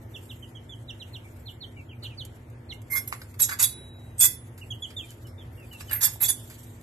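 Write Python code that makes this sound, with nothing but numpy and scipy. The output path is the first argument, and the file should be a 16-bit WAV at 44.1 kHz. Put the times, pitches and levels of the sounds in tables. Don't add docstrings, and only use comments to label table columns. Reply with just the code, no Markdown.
import sys
import numpy as np
from scipy import signal
from scipy.fft import rfft, irfft
from scipy.io import wavfile
from scipy.ndimage import uniform_filter1d

SR = 44100
rng = np.random.default_rng(int(sys.argv[2]) if len(sys.argv) > 2 else 0)


def waveform_to_disk(signal):
    frames = np.transpose(np.atleast_2d(signal))
    scaled = np.clip(frames, -1, 1) * 32767
    samples = np.round(scaled).astype(np.int16)
    wavfile.write(sys.argv[1], SR, samples)


def gain_from_db(level_db):
    decades = np.asarray(level_db, float) / 20
    return 10 ** decades


N = 300762

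# (frequency [Hz], level [dB per Hz])
TAG_COLOUR = [(1760, -116), (3000, -90), (3360, -17), (3810, -23.5), (6600, -14.5), (8980, -5.5),
              (12400, 10.5), (13400, -1)]
SCUFF_COLOUR = [(240, -56), (400, -20.5), (1700, -4), (1950, -5), (2600, -5.5), (3050, -18), (3600, -12.5),
                (5000, -9), (6500, -60), (11000, -120)]
SHAVINGS_COLOUR = [(1760, -35.5), (3000, -10), (3510, -9), (5400, -12.5), (7410, -1.5), (9670, -8.5),
                   (12300, 0.5), (13200, -7), (13600, -20.5)]


def evened(x):
    return x / np.sqrt(np.mean(x ** 2) + 1e-20)


def read(points, hz):
    f, value = np.transpose(points)
    return np.interp(np.log(hz + 1), np.log(f + 1), value)


def add(mix, s, sound):
    part = mix[..., round(s * SR):][..., :sound.shape[-1]]
    part += sound[..., :part.shape[-1]]


def play_all(source, table):
    mix = np.zeros((2, N))
    for row in table:
        add(mix, *source(*row))
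    return mix


def coloured(x, points):
    gain = gain_from_db(read(points, np.fft.rfftfreq(x.shape[-1], 1 / SR)))
    return irfft(rfft(x) * gain, x.shape[-1])


def contacts(count, per_s, spread_db):
    when, size, sign = rng.random((8000, 3))[:count].T
    strength = gain_from_db(spread_db * np.minimum(-np.log(size + 1e-9), 3))
    return (when < per_s / SR) * strength * np.sign(sign - .5)


def ports(x, pan_db, lag):
    left = np.interp(np.arange(len(x)) - lag, np.arange(len(x)), x)
    return np.array([left * gain_from_db(pan_db / 2), x * gain_from_db(-pan_db / 2)])


def wash(colour, patchy_db, gusty_db, size):
    # (frequency [Hz], left-right likeness)
    likeness = [(130, 1), (280, 0.747), (600, 0.44), (1400, -0.083), (3000, 0.042), (9000, 0.59)]
    # (frequency [Hz], left-right [dB])
    left_port = [(150, -0.5), (370, 1), (700, 1), (4000, 1.5), (13000, -6)]
    frames, hz = 4 * N // size + 5, np.fft.rfftfreq(size, 1 / SR)
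    a, b, c, d, patches = rng.standard_normal((frames, len(hz), 5)).T
    patches = uniform_filter1d(patches, size=16, axis=0)
    patches = evened(uniform_filter1d(patches, size=12, axis=1))
    gusts = evened(uniform_filter1d(rng.standard_normal(frames), size=4))
    same = np.clip(read(likeness, hz), -1, 1)[:, None]
    right = a + 1j * b
    left = same * right + np.sqrt(1 - same ** 2) * (c + 1j * d)
    left = left * gain_from_db(read(left_port, hz))[:, None]
    level_db = read(colour, hz)[:, None] + patchy_db * patches + gusty_db * gusts
    z = np.array([left, right]) * gain_from_db(level_db)
    return evened(signal.istft(z, nperseg=size, noverlap=3 * size // 4)[1][:, :N])


def fan():
    # (frequency [Hz], level [dB per Hz])
    air_colour = [(22, -28), (38, -25), (62, -6), (84, -6.5), (103, 3.5), (122, -4), (140, -14.5),
                  (165, -15), (200, -23), (300, -18), (900, -29), (1100, -33), (2000, -32.5), (4500, -49)]
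    # (frequency [Hz], level [dB rms])
    motor = [(120, -55), (240, -58)  , (334, -64.5), (904, -73.5)]
    t = np.arange(N) / SR
    lines = np.zeros(N)
    for hz, db in motor:
        waver = evened(uniform_filter1d(rng.standard_normal(N // 100 + 1), size=60)).repeat(100)[:N]
        drift = uniform_filter1d(waver, size=400)
        lines += gain_from_db(db + 3 + 1.3 * drift) * np.sin(2 * np.pi * hz * t + 0.67 * drift)
    return gain_from_db(-44) * wash(air_colour, .8, 0.77, size=4096) + lines


def shuffle():
    # (time [s], level [dB])
    restlessness = [(0, -72.5), (.3, -61.5), (.6, -74), (1.1, -65.5), (1.4, -69), (1.9, -75), (2.3, -68.5),
                    (2.6, -79), (3.3, -63.5), (3.899, -71), (4.5, -73), (4.62, -67), (5.1, -61),
                    (5.45, -75.5), (5.8, -58.5), (6.45, -55), (6.82, -67)]
    s, db = np.transpose(restlessness)
    level = gain_from_db(np.interp(np.arange(N) / SR, s, db) + 3.5)
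    return level * wash(SHAVINGS_COLOUR, 3.4, 2.9, size=1024)


def peep(row, pan_db, second_db, second_swell_db, late, bend, scoop_hz, swell_db, rise, fade, held, beak_db):
    start, length, db, top_hz, end_hz = row
    t = np.arange(-.33 * rise, length + held, 1 / SR)
    since = t - t[0]
    u = np.clip(t / length, 0, 1)
    fallen = u ** late - bend * np.sin(2 * np.pi * u) / (2 * np.pi)
    scoop = scoop_hz * np.exp(-since / .005)
    hz = top_hz - (top_hz - end_hz) * fallen - scoop
    turn = 2 * np.pi * np.cumsum(hz) / SR
    edges = np.sin(np.pi / 2 * np.clip(np.minimum(since / rise, (t[-1] - t) / fade), 0, 1)) ** 2
    level = gain_from_db(db + swell_db * u - max(swell_db, 0)) * edges
    beak_hz, beak_width_hz = 5660, 390
    beak = beak_db / (1 + ((2 * hz - beak_hz) / beak_width_hz) ** 2)
    effort = level / gain_from_db(-41)
    push = gain_from_db(second_db + second_swell_db * u ** 2 + beak) * effort ** 1.6
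    tone = np.sin(turn) + push * np.sin(2 * turn) + 1.7 * push ** 2 * np.sin(3 * turn)
    far = np.clip((-36 - db) / 14, .2, .9)
    flutter = 1 + .3 * far * evened(uniform_filter1d(rng.standard_normal(6000), size=150))[:len(t)]
    paths = np.zeros(700)
    paths[[0, rng.integers(350, 700)]] = 1, .44 * far
    heard = np.sqrt(2) * signal.fftconvolve(level * flutter * tone, paths)
    return start + t[0], ports(heard, pan_db, -14)


def flock():
    # (start [s], length [s], level [dB], top [Hz], end [Hz])
    keen_chick = [
        (.142, 0.03, -41.5, 3670, 2674),
        (.294, 0.0282, -44, 3900, 2705),
        (.883, 0.031, -40, 3940, 2744),
        (1.0, 0.0338, -42, 4110, 2766),
        (1.134, 0.0368, -42.5, 4280, 2760),
        (1.459, .043, -44, 4340, 2860),
        (1.608, 0.042, -41, 4450, 3060),
        (2.027, .048, -41, 4475, 2902),
        (2.176, 0.051, -40, 4624, 2960),
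        (2.693, 0.038, -40.5, 4390, 2780),
    ]
    shy_chick = [
        (.425, 0.026, -48, 3210, 2810),
        (.55, 0.032, -47.5, 3370, 2911),
        (.693, .05, -46.5, 3586, 2990),
    ]
    near_chick = [
        (4.614, 0.027, -43.5, 2970, 2450),
        (4.705, 0.031, -34, 3430, 2740),
        (4.822, 0.042, -33.5, 3510, 2868),
        (4.965, 0.053, -34, 3704, 2950),
        (5.38, 0.0513, -54, 3697, 2990),
    ]
    far_chicks = [(1.24, .036, -55, 2330, 2260), (1.765, 0.05, -55, 2950, 2520),
                  (1.766, 0.0465, -49.5, 2300, 2300), (1.888, .054, -52.5, 3300, 2200),
                  (2.1, 0.041, -54, 2740, 2400), (2.034, .04, -51, 3000, 2700),
                  (2.024, 0.017, -49, 4100, 3500), (2.04, .035, -48.5, 3300, 2300),
                  (1.485, 0.043, -57, 3600, 3400), (2.1, .032, -58, 3020, 2760),
                  (4.99, .062, -50, 2950, 2300), (5.082, .026, -54, 3220, 2960),
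                  (5.248, .024, -55, 3070, 2830), (5.575, 0.078, -56.5, 2850, 2420),
                  (6, 0.0626, -54, 2620, 2360), (5.71, 0.0607, -48, 2980, 2600),
                  (5.882, 0.0398, -45.5, 3080, 2700)]
    # (left-right [dB], second harmonic at the start [dB], its swell [dB], lateness of the fall,
    # S bend of the fall, onset scoop [Hz], swell [dB], rise [s], fade [s], end held [s], beak lift [dB])
    keen_voice = (-6, -29, 0, 1.1, .48, 80, 2.5, .02, .017, .01, 17)
    shy_voice = (-6.5, -9, -3, 1.6, .05, 330, .8, .009, .012, .005, 0)
    near_voice = (-4.5, -24, -10, 1.45, .05, 260, -4.5, .009, .013, .004, 0)
    far_voice = (-1.5, -14, -2.5, 1.2, .05, 40, 2.5, .012, .014, .004, 0)
    mix = np.zeros((2, N))
    for rows, voice in ((keen_chick, keen_voice), (shy_chick, shy_voice),
                        (near_chick, near_voice), (far_chicks, far_voice)):
        for row in rows:
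            add(mix, *peep(row, *voice))
    return mix


def tick(s, db, low_db, length):
    t = np.arange(4000) / SR
    grit = contacts(len(t), 2400, 1.7) + 0.32 * rng.standard_normal(len(t))
    fade = gain_from_db(-30 * t / max(length, .002) + db - 12.5) * np.minimum(t / 0.0011, 1)
    bright = evened(coloured(grit, SHAVINGS_COLOUR)) * fade
    dull = evened(coloured(grit, SCUFF_COLOUR)) * fade * gain_from_db(low_db)
    return s, bright * gain_from_db([[-2.5], [2.5]]) + ports(dull, 1, 6.8)


def ring(s, struck, hz, db, t60, drop_db):
    # (frequency [Hz], left-right [dB])
    ring_pan = [(1100, -7.5), (2112, -10.5), (3430, -1), (3870, -0.5), (6830, -1.5), (8340, -4),
                (10170, -11.5), (12200, -6.5)]
    # (frequency [Hz], lead of the left port [radians])
    ring_lead = [(2112, -1.27), (2500, -1.5), (3430, 1.46), (3870, 1.24), (6830, -1.6), (8340, -1),
                 (10170, -1.3), (12200, 0.7)]
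    t = np.arange(SR // 2) / SR
    uneven = evened(uniform_filter1d(rng.standard_normal(len(t)), size=200))
    blows = 1 + 0.4 * uneven * np.exp(-t / 0.14)
    t = t[t < struck + t60]
    beating = np.exp(2j * np.pi * (rng.uniform(45, 130) * t + rng.random((2, 1))))
    twin = 1 + .35 * np.exp(-t / 0.15) * beating
    after = np.maximum(t - struck, 0)
    rise = np.minimum(t / (0.36 * struck), 1) ** 1.4
    fall = gain_from_db(db - 60 * after / t60 + drop_db * np.minimum(after / .005, 1))
    level = rise * fall * np.sqrt(np.cos(np.pi * t))
    tone = np.exp(2j * np.pi * hz * t + 1j * np.array([[read(ring_lead, hz)], [0]]))
    pan = gain_from_db(read(ring_pan, hz) * np.array([[.5], [-.5]]))
    return s, np.sqrt(2) * blows[:len(t)] * level * (twin * tone).real * pan


def rings():
    # (time [s], struck for [s], level [dB]))
    plate_rings = [
        (897, 0.016, -3, [(6.078, 0.004, -36.5), (6.221, .004, -42.5)]),
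        (1128, 0.052, -2, [(2.93, .045, -45.5)]),
        (2006, .15, -3.5, [(4.23, 0.035, -41), (5.944, 0.045, -52.5), (6.03, 0.036, -49.5)]),
        (2112, 0.33, -19.5, [(2.722, 0.0074, -47), (2.897, 0.012, -45.5), (2.903, .08, -33.5)]),
        (2545, .06, -8.5, [(3.4, 0.047, -51.5), (3.625, 0.026, -48), (4.195, 0.055, -43), (6.228, 0.023, -43)]),
        (2810, 0.076, 7, [(2.04, 0.026, -52), (6.03, .03, -54)]),
    ]
    tag_rings = [(3463, .15, -12.5, [(3.632, 0.027, -36.5), (4.2, 0.065, -31), (6.03, 0.042, -39.5),
                 (6.228, 0.04, -36.5), (6.282, 0.032, -32.5)]), (3900, 0.16, -6, [(3.414, 0.026, -36.5)]),
                 (3872, 2.3, 0, [(3.642, 0.029, -52)]), (4194, .1, -10, [(2.925, 0.017, -48.5)]),
                 (4690, 0.11, -9, [(5.9, .065, -57), (6.045, .016, -36), (6.281, .008, -36),
                 (3.52, .02, -45), (3.64, 0.025, -44), (4.205, 0.0082, -39.5), (5.8, 0.012, -55)]),
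                 (5170, 0.0182, 0, [(3.215, 0.0029, -52)]), (5310, 0.114, 4, [(5.262, 0.0185, -63)]),
                 (5420, .1, -7.5, [(6.23, 0.027, -45)]), (6250, .1, -15, [(2.925, 0.019, -47),
                 (6.018, 0.02, -33.5)]), (6830, .15, -6.5, [(3.615, 0.028, -34), (4.215, 0.039, -30.5),
                 (6.28, .035, -32)]), (7000, .08, -11, [(6.228, 0.0245, -33)]),
                 (7580, .08, -9, [(3.415, 0.016, -20.5), (4.232, 0.026, -25), (6.036, .024, -30.5)]),
                 (8364, .15, -5, [(3.63, 0.022, -34), (4.178, 0.0143, -37.5), (4.188, 0.031, -20.5),
                 (6.276, .055, -39)]),
                 (9470, .2, -5, [(3.0, .03, -54), (3.41, 0.0406, -41), (6.028, 0.027, -36)]),
        (10190, 0.42, 0, [(3.08, .01, -47.5), (3.619, 0.043, -36.5), (4.208, 0.067, -37)]),
        (10320, 0.27, -11.5, [(4.21, 0.016, -23), (6.208, 0.019, -36), (6.28, 0.027, -24.5)]),
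        (10940, .1, -7, [(2.91, .045, -41)]),
        (11290, .09, -3, [(3.397, 0.036, -26), (6.21, 0.031, -25.5)]),
        (11400, .18, -2, [(4.222, .041, -34), (6.075, 0.023, -44)]),
        (11960, 0.11, -2.5, [(2.905, 0.054, -34), (3.398, 0.032, -26.5)]),
        (12220, .1, -8, [(6.207, 0.0286, -24.5)]),
        (12500, .05, -4, [(3.075, 0.0056, -37)]),
        (12915, 0.22, -5, [(2.922, 0.056, -36), (5.927, 0.015, -24), (5.952, 0.018, -31)]),
    ]
    mix = np.zeros((2, N))
    for hz, t60, drop_db, blows in plate_rings + tag_rings:
        for s, struck, db in blows:
            add(mix, *ring(s, struck, hz, db, t60, drop_db))
    return mix


def tags(hz_lo, hz_hi, colour, effort, longest, count):
    t, out = np.arange(2800) / SR, 0
    for group in range(count):
        hz = hz_lo + (hz_hi - hz_lo) * (np.arange(6)[:, None] + rng.random((6, 1))) / 6
        t60 = longest * rng.uniform(0.31, 1, (6, 1))
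        db = read(colour, hz) + 3.6 * rng.standard_normal((6, 1)) - 60 * t / t60
        level = gain_from_db(db) * np.minimum(t / 0.00096, 1)
        far = rng.normal(0, 1.56, (6, 1))
        tones = [(level * np.sin(2 * np.pi * hz * t + lead)).sum(0) for lead in (far, 0)]
        hits = contacts(len(effort), 600, 4.66) * effort
        out = out + signal.fftconvolve(hits[None], tones, axes=1)
    return out * np.sqrt(np.sum(effort ** 2) / np.sum(out ** 2) * 2)


def shared(modes, effort):
    t, out = np.arange(3600) / SR, 0
    for hz, db, t60 in modes:
        luck_db, far = rng.standard_normal(2) * [3.0, 1.3]
        fade = gain_from_db(db + luck_db - 60 * t / (0.65 * t60))
        tone = fade * np.sin(2 * np.pi * hz * t + np.array([[far], [0]]))
        hits = contacts(len(effort), 350, 4.5) * effort
        out = out + signal.fftconvolve(hits[None], tone, axes=1)
    return out * np.sqrt(np.sum(effort ** 2) / np.sum(out ** 2) * 2)


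def jingle(swings):
    # (frequency [Hz], level [dB], t60 [s])
    low_tag = [(3420, -19, 0.16), (3830, -22, 0.12), (4645, -16, 0.068), (5120, -20, 0.07),
               (5384, -20, 0.14), (5830, -20.5, 0.052), (6450, -16.5, 0.16), (6657, -13.5, 0.08),
               (6650, -13.5, .12), (7360, -12.5, 0.076), (7440, -11, 0.11), (7840, -13, .16),
               (8300, -14, 0.16)]
    high_tag = [(8950, -11.5, .12), (9460, -9.5, .14), (10100, -13.5, 0.13), (10500, -9.5, .12),
                (10550, -6, .08), (11000, -3.5, .08), (11535, -2.5, 0.26), (11880, -2, 0.13),
                (12150, -2.5, 0.12), (12840, -6.5, .15), (12840, -3.5, .11)]
    carrier = [(1127.4, -5.5, .06), (1434, -4.5, 0.036), (1705, 1, 0.062), (2080, -1.5, 0.078),
               (2380, -5.5, .05), (2593.8, -6, 0.053), (2860, -12, 0.045)]
    start, held, effort_db, lower_db, scuff_db = np.transpose(swings)[..., None]
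    t = np.arange(start.min(), (start + held).max() + .088, 1 / SR)
    after = np.maximum(t - start - held, 0)
    fall = gain_from_db(-1501 * after) + gain_from_db(-18.5 - 152 * after)
    effort = gain_from_db(effort_db) * np.clip((t - start) / .013, 0, 1) ** 1.19 * fall
    full = effort.sum(0)
    lower_effort = (effort * gain_from_db(lower_db)).sum(0)
    scuff_effort = (effort * gain_from_db(scuff_db)).sum(0)
    bright = tags(8500, 13200, TAG_COLOUR, full, 0.078, count=3) * gain_from_db([[-3.5], [3.5]])
    lower = tags(3300, 8500, TAG_COLOUR, lower_effort, 0.088, count=3) * gain_from_db([[-1.5], [1.5]])
    dull = ports(tags(600, 4380, SCUFF_COLOUR, scuff_effort, 0.025, count=4)[1], -1.5, 9.4)
    high = shared(high_tag, full) * gain_from_db([[-3.0], [3.0]])
    low = shared(low_tag, lower_effort) * gain_from_db([[-2.2], [2.2]])
    plate = shared(carrier, scuff_effort) * gain_from_db([[-2.4], [2.4]])
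    out = gain_from_db(-4) * (high + low)
    add(out, 0, gain_from_db(-2.5) * bright + gain_from_db(-3.0) * lower + gain_from_db(-3.5) * dull)
    return start.min(), out + gain_from_db(-5.2) * plate


def knock(s, db, hz):
    cycles = 1.2
    u = np.arange(900) / SR * hz / cycles
    blow = gain_from_db(db) * np.e * u * np.exp(-u) * np.sin(2 * np.pi * cycles * u)
    return s, ports(blow, -5.0, 9.2)


def strike(s, db):
    t = np.arange(600) / SR
    hz = rng.uniform(3300, 13000, (14, 1))
    fade = gain_from_db(read(TAG_COLOUR, hz) * .4 - 60 * t / 0.0076)
    crack = (fade * np.sin(2 * np.pi * hz * t)).sum(0)
    return s, ports(gain_from_db(db - 4.0) * crack / abs(crack).max(), -3.0, 9.8)


def room(x):
    # (frequency [Hz], t60 [s])
    room_t60 = [(500, 0.34), (3000, 0.47), (12000, 0.13)]
    taps = np.zeros((2, SR // 2))
    grid = np.arange(120, SR // 2 - 20, 20)
    at = grid + rng.integers(0, 20, (2, len(grid)))
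    near_walls = 1 + 3.6 * np.exp(-grid / SR / 0.028)
    np.put_along_axis(taps, at, rng.choice([-1., 1.], at.shape) * near_walls, 1)
    hz, t, z = signal.stft(taps, SR, nperseg=256)
    tail = signal.istft(z * gain_from_db(-60 * t / read(room_t60, hz)[:, None]), SR, nperseg=256)[1]
    return signal.fftconvolve(x, tail / np.linalg.norm(tail[0]), axes=1)[:, :N]


def scene():
    # (time [s], peak [dB], low part [dB], length [s])
    ticks = [(0.254, -39.5, -12, 0.02), (2.032, -41.5, 2.5, 0.1), (2.25, -29, -29, 0.023),
             (2.499, -46, -19, 0.0255), (2.733, -40, -18, 0.057), (2.817, -40, -6.5, 0.024),
             (3.077, -34, -17, 0.026), (3.125, -30, 11, 0.02), (3.216, -33, 8, 0.022),
             (3.341, -42, 4, 0.029), (4.577, -38.5, -2.5, 0.075), (4.904, -41, 5, 0.043),
             (5.105, -27.5, -16, 0.013), (5.115, -40.5, 4, .03), (5.269, -41, -2.5, 0.05),
             (5.4494, -55.5, 7.5, 0.018), (5.598, -44.5, -3, 0.021), (5.649, -46, -8, 0.019),
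             (5.7281, -34.5, -2, 0.049), (5.895, -36.5, 7, 0.038), (6.498, -35, -1, 0.1),
             (6.631, -38, -21, 0.063), (6.8114, -40, -11, 0.018)]
    # (start [s], held [s], effort [dB], lower tones [dB], dull scuff [dB])
    shakes = [
        [(2.897, 0.043, -34.5, -11.5, -17), (2.945, .036, -30, -6, -9)],
        [(3.068, 0.0094, -35.5, -6, -14), (3.115, 0.012, -47, 4, 6)],
        [(3.388, .016, -23.5, -7, -15), (3.417, 0.025, -26, 2, -20.5)],
        [(3.482, .012, -34.5, 2.5, 1.5), (3.502, 0.031, -44, 2.5, 10)],
        [(3.584, 0.027, -25, 0.5, -8), (3.612, 0.03, -19.5, -2.5, -20)],
        [(4.176, 0.0099, -40, -1, -15), (4.194, .026, -20, -4, -24), (4.215, 0.042, -18.5, -3.5, -18.5)],
        [(5.797, 0.0093, -43.5, 3, 5)],
        [(5.902, 0.021, -37, -9.5, 0.5), (5.922, .008, -26, -11, -2), (5.948, 0.012, -38, -14, -4.5)],
        [(6.003, 0.026, -26, -2.5, -12.5), (6.022, 0.027, -20.5, -4, -17.5), (6.06, 0.0163, -34, -7, -5.5)],
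        [(6.198, 0.023, -29.5, -7, -10), (6.222, 0.0072, -18, -4, -15), (6.238, 0.0173, -30.5, 0.5, -16)],
        [(6.273, 0.0287, -28, -1.5, -14.5)],
    ]
    # (time [s], peak [dB], frequency [Hz])
    knocks = [(2.967, -39, 2450), (3.1255, -24.5, 1130), (3.126, -21.5, 2020), (3.396, -40, 1160),
              (3.397, -41, 2080), (3.492, -31, 1630), (3.493, -39, 890), (3.519, -27, 1410),
              (3.529, -26, 1700), (3.594, -30, 1300), (3.603, -38.5, 1096), (4.203, -35, 2380),
              (4.226, -29, 2035), (5.806, -47, 1710), (5.807, -48, 994), (5.911, -28, 1743),
              (6.009, -32, 1740), (6.027, -29, 1800), (6.158, -43, 809), (6.205, -41, 1720),
              (6.227, -33, 2520), (6.286, -33, 2020)]
    # (time [s], peak [dB])
    strikes = [(2.9734, -19), (2.9769, -19), (3.0764, -25), (3.0794, -27), (3.4045, -10), (3.4274, -8),
               (3.4405, -11), (3.6017, -16), (3.6323, -8), (3.6371, -11), (3.6453, -13), (4.2039, -14),
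               (4.2152, -12), (4.2432, -15), (4.2534, -13), (5.9137, -9), (5.9337, -15.5), (6.0374, -6),
               (6.0481, -8), (6.056, -13), (6.2305, -8), (6.258, -14), (6.2866, -15), (6.2924, -12),
               (6.3034, -9)]
    steady = fan() + shuffle()
    close = flock() + play_all(tick, ticks) + rings()
    for swings in shakes:
        add(close, *jingle(swings))
    close += play_all(knock, knocks) + play_all(strike, strikes)
    return close + room(gain_from_db(-10.0) * close) + steady


def thin_out(x, bin_db, band_db, quiet_db, luck_db):
    hz, t, z = signal.stft(x, SR, nperseg=2048, noverlap=1536)
    power = (abs(z[:, :1024]) ** 2).mean(0).reshape(64, 16, -1).mean(1) + 1e-16
    apart = np.subtract.outer(np.arange(64), np.arange(64))
    spread = gain_from_db(-np.where(apart > 0, 5., 9.) * abs(apart))
    mask = spread @ power
    luck = luck_db * rng.standard_normal((64, len(t) // 4 + 1)).repeat(4, axis=1)[:, :len(t)]
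    limit = mask * gain_from_db(2 * band_db) + gain_from_db(2 * quiet_db)
    band_over_db = 10 * np.log10(power / limit) + luck
    bin_power = abs(z[:, :1024]) ** 2
    bin_over_db = 10 * np.log10(bin_power / mask.repeat(16, axis=0) + 1e-16) - bin_db
    kept = (1 + np.tanh(band_over_db.repeat(16, axis=0))) * (1 + np.tanh(bin_over_db / 2)) / 4
    high = np.clip(hz[:1024, None] / 1200 - 1, 0, 1)
    z = np.concatenate([z[:, :1024] * (1 - high * (1 - kept)), z[:, 1024:]], axis=1)
    return signal.istft(z, SR, nperseg=2048, noverlap=1536)[1][:, :N]


def top_cut(x):
    return signal.sosfilt(signal.butter(12, 14140, fs=SR, output="sos"), x)


def record(dry):
    low_pass = signal.firwin(255, 13250, window=("kaiser", 7), fs=SR)
    limited = signal.oaconvolve(dry, low_pass[None], "same")
    mix = thin_out(limited, bin_db=-17, band_db=-21, quiet_db=-101, luck_db=7.6)
    return top_cut(mix)


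dry = scene()
out = record(dry)
waveform_to_disk(out)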